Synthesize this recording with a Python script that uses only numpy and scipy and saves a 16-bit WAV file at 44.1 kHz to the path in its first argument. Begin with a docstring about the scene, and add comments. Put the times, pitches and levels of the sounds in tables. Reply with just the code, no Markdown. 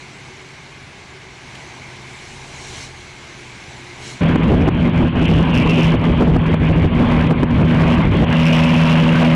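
"""A road train's diesel drones as the truck wades through flood water.
First only its wash is heard: rush, churn, two sheets of spray, plus a faint far hum and one tick.
At 4.2 s the engine cuts in loud: exhaust harmonics, a broad roar, a raspy whine that swells twice.
Wind buffets the microphone; the recorder clips and turns down briefly after the hardest gusts."""
import sys
import numpy as np
from scipy import signal
from scipy.fft import rfft, irfft, next_fast_len
from scipy.io import wavfile
from scipy.ndimage import uniform_filter1d, map_coordinates

SR = 44100
rng = np.random.default_rng(int(sys.argv[2]) if len(sys.argv) > 2 else 0)


def unload_audio(sound):
    """Save the sound as a 16-bit wav file, at the path given as the first command line argument."""
    columns = np.transpose(np.atleast_2d(sound))
    # keep every value between -1 and 1, then stretch to whole-number steps
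    steps = np.round(np.clip(columns, -1, 1) * 32767)
    wavfile.write(sys.argv[1], SR, steps.astype(np.int16))


N = 412335

# wash: time_s, rush_db, spray_db
WASH_LEVELS = [(0, -39, -48.5), (.7, -40, -50.5), (1.33, -39.8, -51), (1.55, -38.5, -47), (1.9, -38, -48),
               (2.3, -38.3, -44), (3.1, -38.8, -47), (4.2, -37.5, -46.5)]
# churning water: time_s, level_db
CHURN_LEVEL = [(0, -51.5), (1.35, -56.5), (1.6, -47), (2.3, -49), (2.8, -45.5), (3.05, -54), (4.2, -49)]
# sheets of spray: peak_s, level_db, rise_s
SPRAY_SHEETS = [(2.82, -37.5, 0.26), (4.09, -37, 0.079)]
# far engine: time_s, pitch_hz, level_db
FAR_HUM = [(0, 129.8, -48), (.65, 133.6, -51), (1.15, 133.5, -49.5), (1.55, 125.8, -50),
           (2.0, 127.5, -45.5), (2.35, 133.5, -46), (2.75, 128.8, -46), (3.1, 124.2, -48),
           (4.2, 123.4, -45.5)]
# deep hum: time_s, pitch_hz, level_db
DEEP_HUM = [(2.0, 25, -70), (2.3, 28.1, -55), (2.85, 41.8, -50), (3.6, 36.8, -63), (4.2, 36, -54)]

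# near engine: time_s, firing_hz
FIRING_RATE = [(4.2, 83), (4.8, 81.3), (5.8, 81.4), (6.4, 80.2), (7.3, 80.4), (8.3, 80.5), (9.35, 81)]
# exhaust boom: time_s, harmonic2_db, harmonic3_db
BOOM_LEVELS = [(4.2, -17.5, -23), (4.75, -17.5, -22), (5.12, -22, -21.5), (5.28, -14.5, -22),
               (5.5, -17.5, -17.5), (5.88, -13, -20), (6.0, -19.5, -22), (6.2, -15.5, -20.5),
               (6.55, -14, -24.5), (7.0, -18.5, -19.5), (7.6, -17, -20.5), (7.95, -15, -16),
               (8.2, -16.5, -23.5), (8.45, -13, -16), (9.35, -11.5, -14)]
# engine roar: time_s, level_db
ROAR_ENVELOPE = [(4.2, -21), (4.6, -24), (5.3, -23.5), (5.85, -21), (6.3, -24), (7.1, -21), (7.5, -24),
                 (7.9, -18.5), (8.2, -22), (8.5, -17.5), (9.35, -16.5)]
# weak exhaust orders at peak roar: firing_multiple, level_re_roar_db
EXHAUST_ORDERS = [(1, -16), (4, -16), (6, -15), (7, -16), (12, -21), (13, -21)]
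# hum beside the drone: pitch_hz, level_re_roar_db
SIDE_TONES = [(70.5, -18), (174, -5.5)]
# whine swells: peak_s, level_db, rise_s, fall_s
WHINE_SWELLS = [(5.33, -31, .21, .13), (5.559, -25.5, 0.0394, .07), (5.809, -24.5, .15, .1),
                (8.56, -24, 0.25, .6)]
# wind rumble: time_s, level_db
WIND_LEVEL = [(4.2, -15), (4.55, -15.5), (4.9, -16.5), (5.5, -15.5), (6.2, -15.5), (6.7, -15.5),
              (7.5, -15.5), (8.25, -14.5), (8.36, -23.5), (9.35, -20.5)]
# gusts: peak_s, half_width_s, rumble_db, bluster_db
WIND_GUSTS = [(4.238, .02, -12, -14), (4.36, 0.0043, -28.5, 4), (4.527, 0.062, -8.5, -10),
              (4.633, .025, -5, -19), (4.684, 0.0074, -13.5, 0.5), (4.871, 0.026, -17.5, -17),
              (5.04, 0.043, -7.5, -22), (5.313, .025, -9, -15.5), (5.40, 0.018, -13.5, -12),
              (5.578, .02, -15, -21), (5.663, 0.013, -15, -12.5), (5.79, 0.017, -21.5, -10.5),
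              (5.946, 0.014, -9, -7), (6.11, .02, -16, -16), (6.222, 0.018, -19, -5),
              (6.29, 0.037, -12, -15), (6.364, 0.0063, -15.5, 0.5), (6.544, .006, -8.5, -0.5),
              (6.85, .025, -5, -17), (7.022, .025, -11, -11), (7.315, .013, -12.5, -4.5),
              (7.435, 0.0069, -10, 1), (7.603, 0.04, -8, -14), (8.147, .03, -7, -21),
              (8.225, 0.018, -8.5, -14.5)]
# dips in engine and wind: centre_s, half_width_s, depth_db
LEVEL_DIPS = [(4.733, .03, -0.5), (4.924, 0.015, 5.5), (5.122, .035, 5.5), (5.445, 0.034, 1.5),
              (5.993, 0.031, 5), (6.593, 0.021, 5), (6.892, 0.041, 4.5), (7.472, 0.034, 2),
              (8.099, .01, 6.5), (8.256, 0.0091, 6.5)]

# noise spectra: freq_hz, density_db
RUSH_SPECTRUM = [(15, -26), (30, -7), (80, 4.5), (150, 2.5), (230, 0.5), (400, 0), (520, -7), (870, -3.5),
                 (1380, -7.5), (1630, -2), (1850, -6), (2170, 2.5), (2700, -7), (4500, -12.5), (11000, -45)]
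CHURN_SPECTRUM = [(300, -45), (620, -3.5), (860, 3.5), (1150, -1.5), (1700, -42.5)]
SPRAY_SPECTRUM = [(1500, -26), (2900, 3), (3500, -2.5), (4100, 3), (4700, -4), (5800, 2.5), (7600, -2),
                  (9000, -9), (10900, -10.5), (11200, -30), (15000, -31)]
TICK_SPECTRUM = [(1000, -25), (2000, -4), (3200, -0.5), (4500, -9), (10000, -17.5), (12000, -35)]
ROAR_SPECTRUM = [(60, -22.5), (180, 15), (380, -8), (560, 4.5), (760, 0.5), (1050, 3.5), (1350, -5),
                 (1600, -2.5), (1850, -6.5), (2120, -2), (3250, -8), (3800, -20.5), (4500, -28),
                 (5300, -44), (9000, -49.5), (15000, -61.5)]
RUMBLE_SPECTRUM = [(15, -32.5), (35, -8), (70, 1.5), (130, 1), (200, -3.5), (300, -7), (600, -28.5),
                   (1500, -102)]
BLUSTER_SPECTRUM = [(90, -7.5), (200, 7.5), (300, 3.5), (450, -0.5), (700, -14), (1400, -31.5), (3300, -46),
                    (4800, -91)]
# whine band and its whistling core: offset_from_centre_hz, density_db
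WHINE_SIDEBANDS = [(130, 0), (250, -3), (420, -8), (700, -14), (1000, -30), (1800, -65)]
WHISTLE_SIDEBANDS = [(25, 0), (60, -14), (200, -45), (800, -120)]

TIME_S = np.arange(N) / SR


def amp(db):
    """Decibels to gain."""
    return 10 ** (np.asarray(db) / 20)


def unit_rms(x):
    """Scale to rms 1."""
    return x / np.sqrt(np.mean(x ** 2) + 1e-20)


def curves(rows):
    """Per-sample curve for each column after time_s."""
    times_s, *columns = np.transpose(rows)
    return [np.interp(TIME_S, times_s, column) for column in columns]


def bell(peak_s, rise_s, fall_s):
    """Two-sided Gaussian, height 1."""
    age_s = TIME_S - peak_s
    width_s = np.where(age_s < 0, rise_s, fall_s)
    return np.exp(-np.minimum((age_s / width_s) ** 2, 20))


def wobble(rate_hz):
    """Smooth random curve, rate_hz knots a second."""
    knots = rng.standard_normal(int(N * rate_hz / SR) + 4)
    return map_coordinates(knots, [TIME_S * rate_hz])


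def filtered(x, response):
    """FFT filter with gain response(hz)."""
    size = next_fast_len(N + 8192)
    return irfft(rfft(x, size) * response(np.fft.rfftfreq(size, 1 / SR)), size)[:N]


def noise(spectrum, patchy_db):
    """Coloured noise, rms 1, with random gain patches in time and frequency."""
    bins = signal.stft(rng.standard_normal(N), nperseg=512)[2]
    patches = uniform_filter1d(rng.standard_normal(bins.shape), size=5, axis=0)
    patches = unit_rms(uniform_filter1d(patches, size=8, axis=1))
    patchy = signal.istft(bins * amp(patchy_db * patches), nperseg=512)[1][:N]
    freq_hz, density_db = np.transpose(spectrum)
    response = lambda hz: amp(np.interp(np.log(hz + 1), np.log(freq_hz), density_db))
    return unit_rms(filtered(patchy, response))


def to_cycles(hz):
    """Integrate frequency to phase."""
    return np.cumsum(hz) / SR


def tone(cycles):
    """Sine, rms 1, random start phase."""
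    return np.sqrt(2) * np.sin(2 * np.pi * (cycles + rng.random()))


def wash():
    """Water rushes and churns along the trailers; two sheets of spray rise and collapse."""
    rush_db, spray_db = curves(WASH_LEVELS)
    sheets = sum(amp(db) * bell(peak_s, rise_s, fall_s=0.057) for peak_s, db, rise_s in SPRAY_SHEETS)
    rush = np.hypot(amp(rush_db), amp(-2) * sheets) * noise(RUSH_SPECTRUM, patchy_db=1)
    churn = amp(curves(CHURN_LEVEL)[0]) * noise(CHURN_SPECTRUM, patchy_db=1.2)
    spray = np.hypot(amp(spray_db), sheets) * noise(SPRAY_SPECTRUM, patchy_db=2)
    return rush + churn + spray


def far_engine():
    """Distant engine: four wavering partials."""
    pitch_hz, level_db = curves(FAR_HUM)
    cycles = to_cycles(pitch_hz)

    def partial(ratio, db):
        gain = amp(level_db + db + 2.8 * wobble(8.05))
        return gain * tone(ratio * cycles + 0.029 * wobble(15))

    hum = partial(1, db=-0.5) + partial(1.125, db=-7.5)
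    overtones = partial(2.79, db=-10.5) + partial(2.87, db=-6.5)
    return hum + overtones


def tick(start_s=1.552, level_db=-35, decay_s=0.009):
    """One bright, fast-decaying noise burst."""
    age_s = TIME_S - start_s
    envelope = (age_s > 0) * np.exp(-np.abs(age_s) / decay_s)
    return amp(level_db) * envelope * noise(TICK_SPECTRUM, patchy_db=1)


def deep_hum():
    """A low tone and its octave glide up, then sag."""
    pitch_hz, level_db = curves(DEEP_HUM)
    cycles = to_cycles(pitch_hz)
    return amp(level_db + 1.5 * wobble(6.5)) * (tone(cycles) + tone(2 * cycles))


def exhaust_boom(firing_cycles):
    """The pipe booms on firing harmonics 2 and 3, wavering more in strong wind."""
    second_db, third_db = curves(BOOM_LEVELS)
    wind_gain = amp(curves(WIND_LEVEL)[0])
    waver_db = 2.5 * wind_gain / wind_gain.max()
    second = amp(second_db + waver_db * wobble(13)) * tone(2 * firing_cycles + 0.015 * wobble(33))
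    third = amp(third_db + waver_db * wobble(13)) * tone(3 * firing_cycles + 0.012 * wobble(47))
    return second + third


def exhaust_orders(firing_cycles, roar_db):
    """Weak firing harmonics; they swell more steeply than the roar."""
    orders = sum(amp(db + 1.2 * wobble(9)) * tone(multiple * firing_cycles + 0.04 * wobble(11))
                 for multiple, db in EXHAUST_ORDERS)
    gain = amp(roar_db)
    return gain * np.sqrt(gain / gain.max()) * orders


def side_hum(roar_db):
    """Two wavering tones off the firing harmonics, tracking the roar's level."""
    return sum(amp(roar_db + db + 1.2 * wobble(6)) * tone(hz * TIME_S + 0.23 * wobble(11))
               for hz, db in SIDE_TONES)


def roar(level_db):
    """Broad engine noise with a slight flutter."""
    return amp(level_db + 0.78 * wobble(45)) * noise(ROAR_SPECTRUM, patchy_db=2)


def whine(firing_cycles, base_hz=2870, sag_hz=239.4, wander_hz=59.87, rest_db=-46):
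    """A whistle in a noise band that rasps with each firing; pitch sinks as it swells."""
    swells = sum(amp(db) * bell(peak_s, rise_s, fall_s) for peak_s, db, rise_s, fall_s in WHINE_SWELLS)
    gain = amp(rest_db) + swells
    cycles = to_cycles(base_hz - sag_hz * gain / gain.max() + wander_hz * wobble(9))
    firing_rad = 2 * np.pi * firing_cycles
    rasp_db = 1.5 * np.cos(firing_rad) + 1.1 * np.cos(5 * firing_rad)
    band = unit_rms(amp(rasp_db) * noise(WHINE_SIDEBANDS, patchy_db=-0.4) * tone(cycles))
    whistle = amp(-6.5) * noise(WHISTLE_SIDEBANDS, patchy_db=3.5) * tone(cycles)
    return gain * amp(0.3 * wobble(20)) * (band + whistle)


def wind(bluster_re_rumble_db=-7):
    """Wind on the microphone: deep rumble and lumpy bluster, both leaping in gusts."""
    level_db, = curves(WIND_LEVEL)
    rumble_gusts = bluster_gusts = 0
    for peak_s, half_width_s, rumble_db, bluster_db in WIND_GUSTS:
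        gust = bell(peak_s, half_width_s, half_width_s)
        rumble_gusts += amp(rumble_db) * gust
        bluster_gusts += amp(bluster_db) * gust
    rumble_gain = np.hypot(amp(level_db + 1.6 * wobble(30)), rumble_gusts)
    rumble = rumble_gain * noise(RUMBLE_SPECTRUM, patchy_db=2)
    lumps = unit_rms(amp(5.3 * wobble(45)) * noise(BLUSTER_SPECTRUM, patchy_db=4.5))
    bluster = amp(level_db + bluster_re_rumble_db) * lumps
    return rumble + bluster + bluster_gusts * noise(BLUSTER_SPECTRUM, patchy_db=-0.5)


def scene(loud_start_s=4.208, crossfade_s=0.001):
    """Quiet wash, then abruptly loud engine and wind, with brief level dips."""
    quiet = wash() + tick() + far_engine() + deep_hum()
    firing_cycles = to_cycles(curves(FIRING_RATE)[0])
    roar_db, = curves(ROAR_ENVELOPE)
    exhaust = exhaust_boom(firing_cycles) + exhaust_orders(firing_cycles, roar_db)
    engine = exhaust + side_hum(roar_db) + roar(roar_db) + whine(firing_cycles)
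    dip_db = sum(depth_db * bell(centre_s, half_s, half_s) for centre_s, half_s, depth_db in LEVEL_DIPS)
    loud = amp(-dip_db) * (engine + wind())
    mix = np.clip((TIME_S - loud_start_s) / crossfade_s, 0, 1)
    return ((1 - mix) * quiet + mix * loud)[None]


def gain_control(x, threshold_db=-8.5, attack_s=0.036, recovery_db_per_s=60.5):
    """Cuts gain by the level's excess over threshold; recovers at a steady rate."""
    step = 1 / (attack_s * SR)
    power = signal.lfilter([step], [1, step - 1], x ** 2)
    excess_db = np.maximum(10 * np.log10(power + 1e-12) - threshold_db, 0)
    ramp_db = recovery_db_per_s * TIME_S
    cut_db = np.maximum.accumulate(excess_db + ramp_db) - ramp_db
    return x * amp(-cut_db)


def record(dry):
    """Recorder: gain control, hard clip, treble roll-off, band limit."""
    ceiling, rolloff_hz, limit_hz = 0.365, 12000, 15830
    clipped = np.clip(gain_control(dry[0]), -ceiling, ceiling)
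    return filtered(clipped, lambda hz: (hz < limit_hz) / np.sqrt(1 + (hz / rolloff_hz) ** 4))[None]


dry = scene()
out = record(dry)
unload_audio(out)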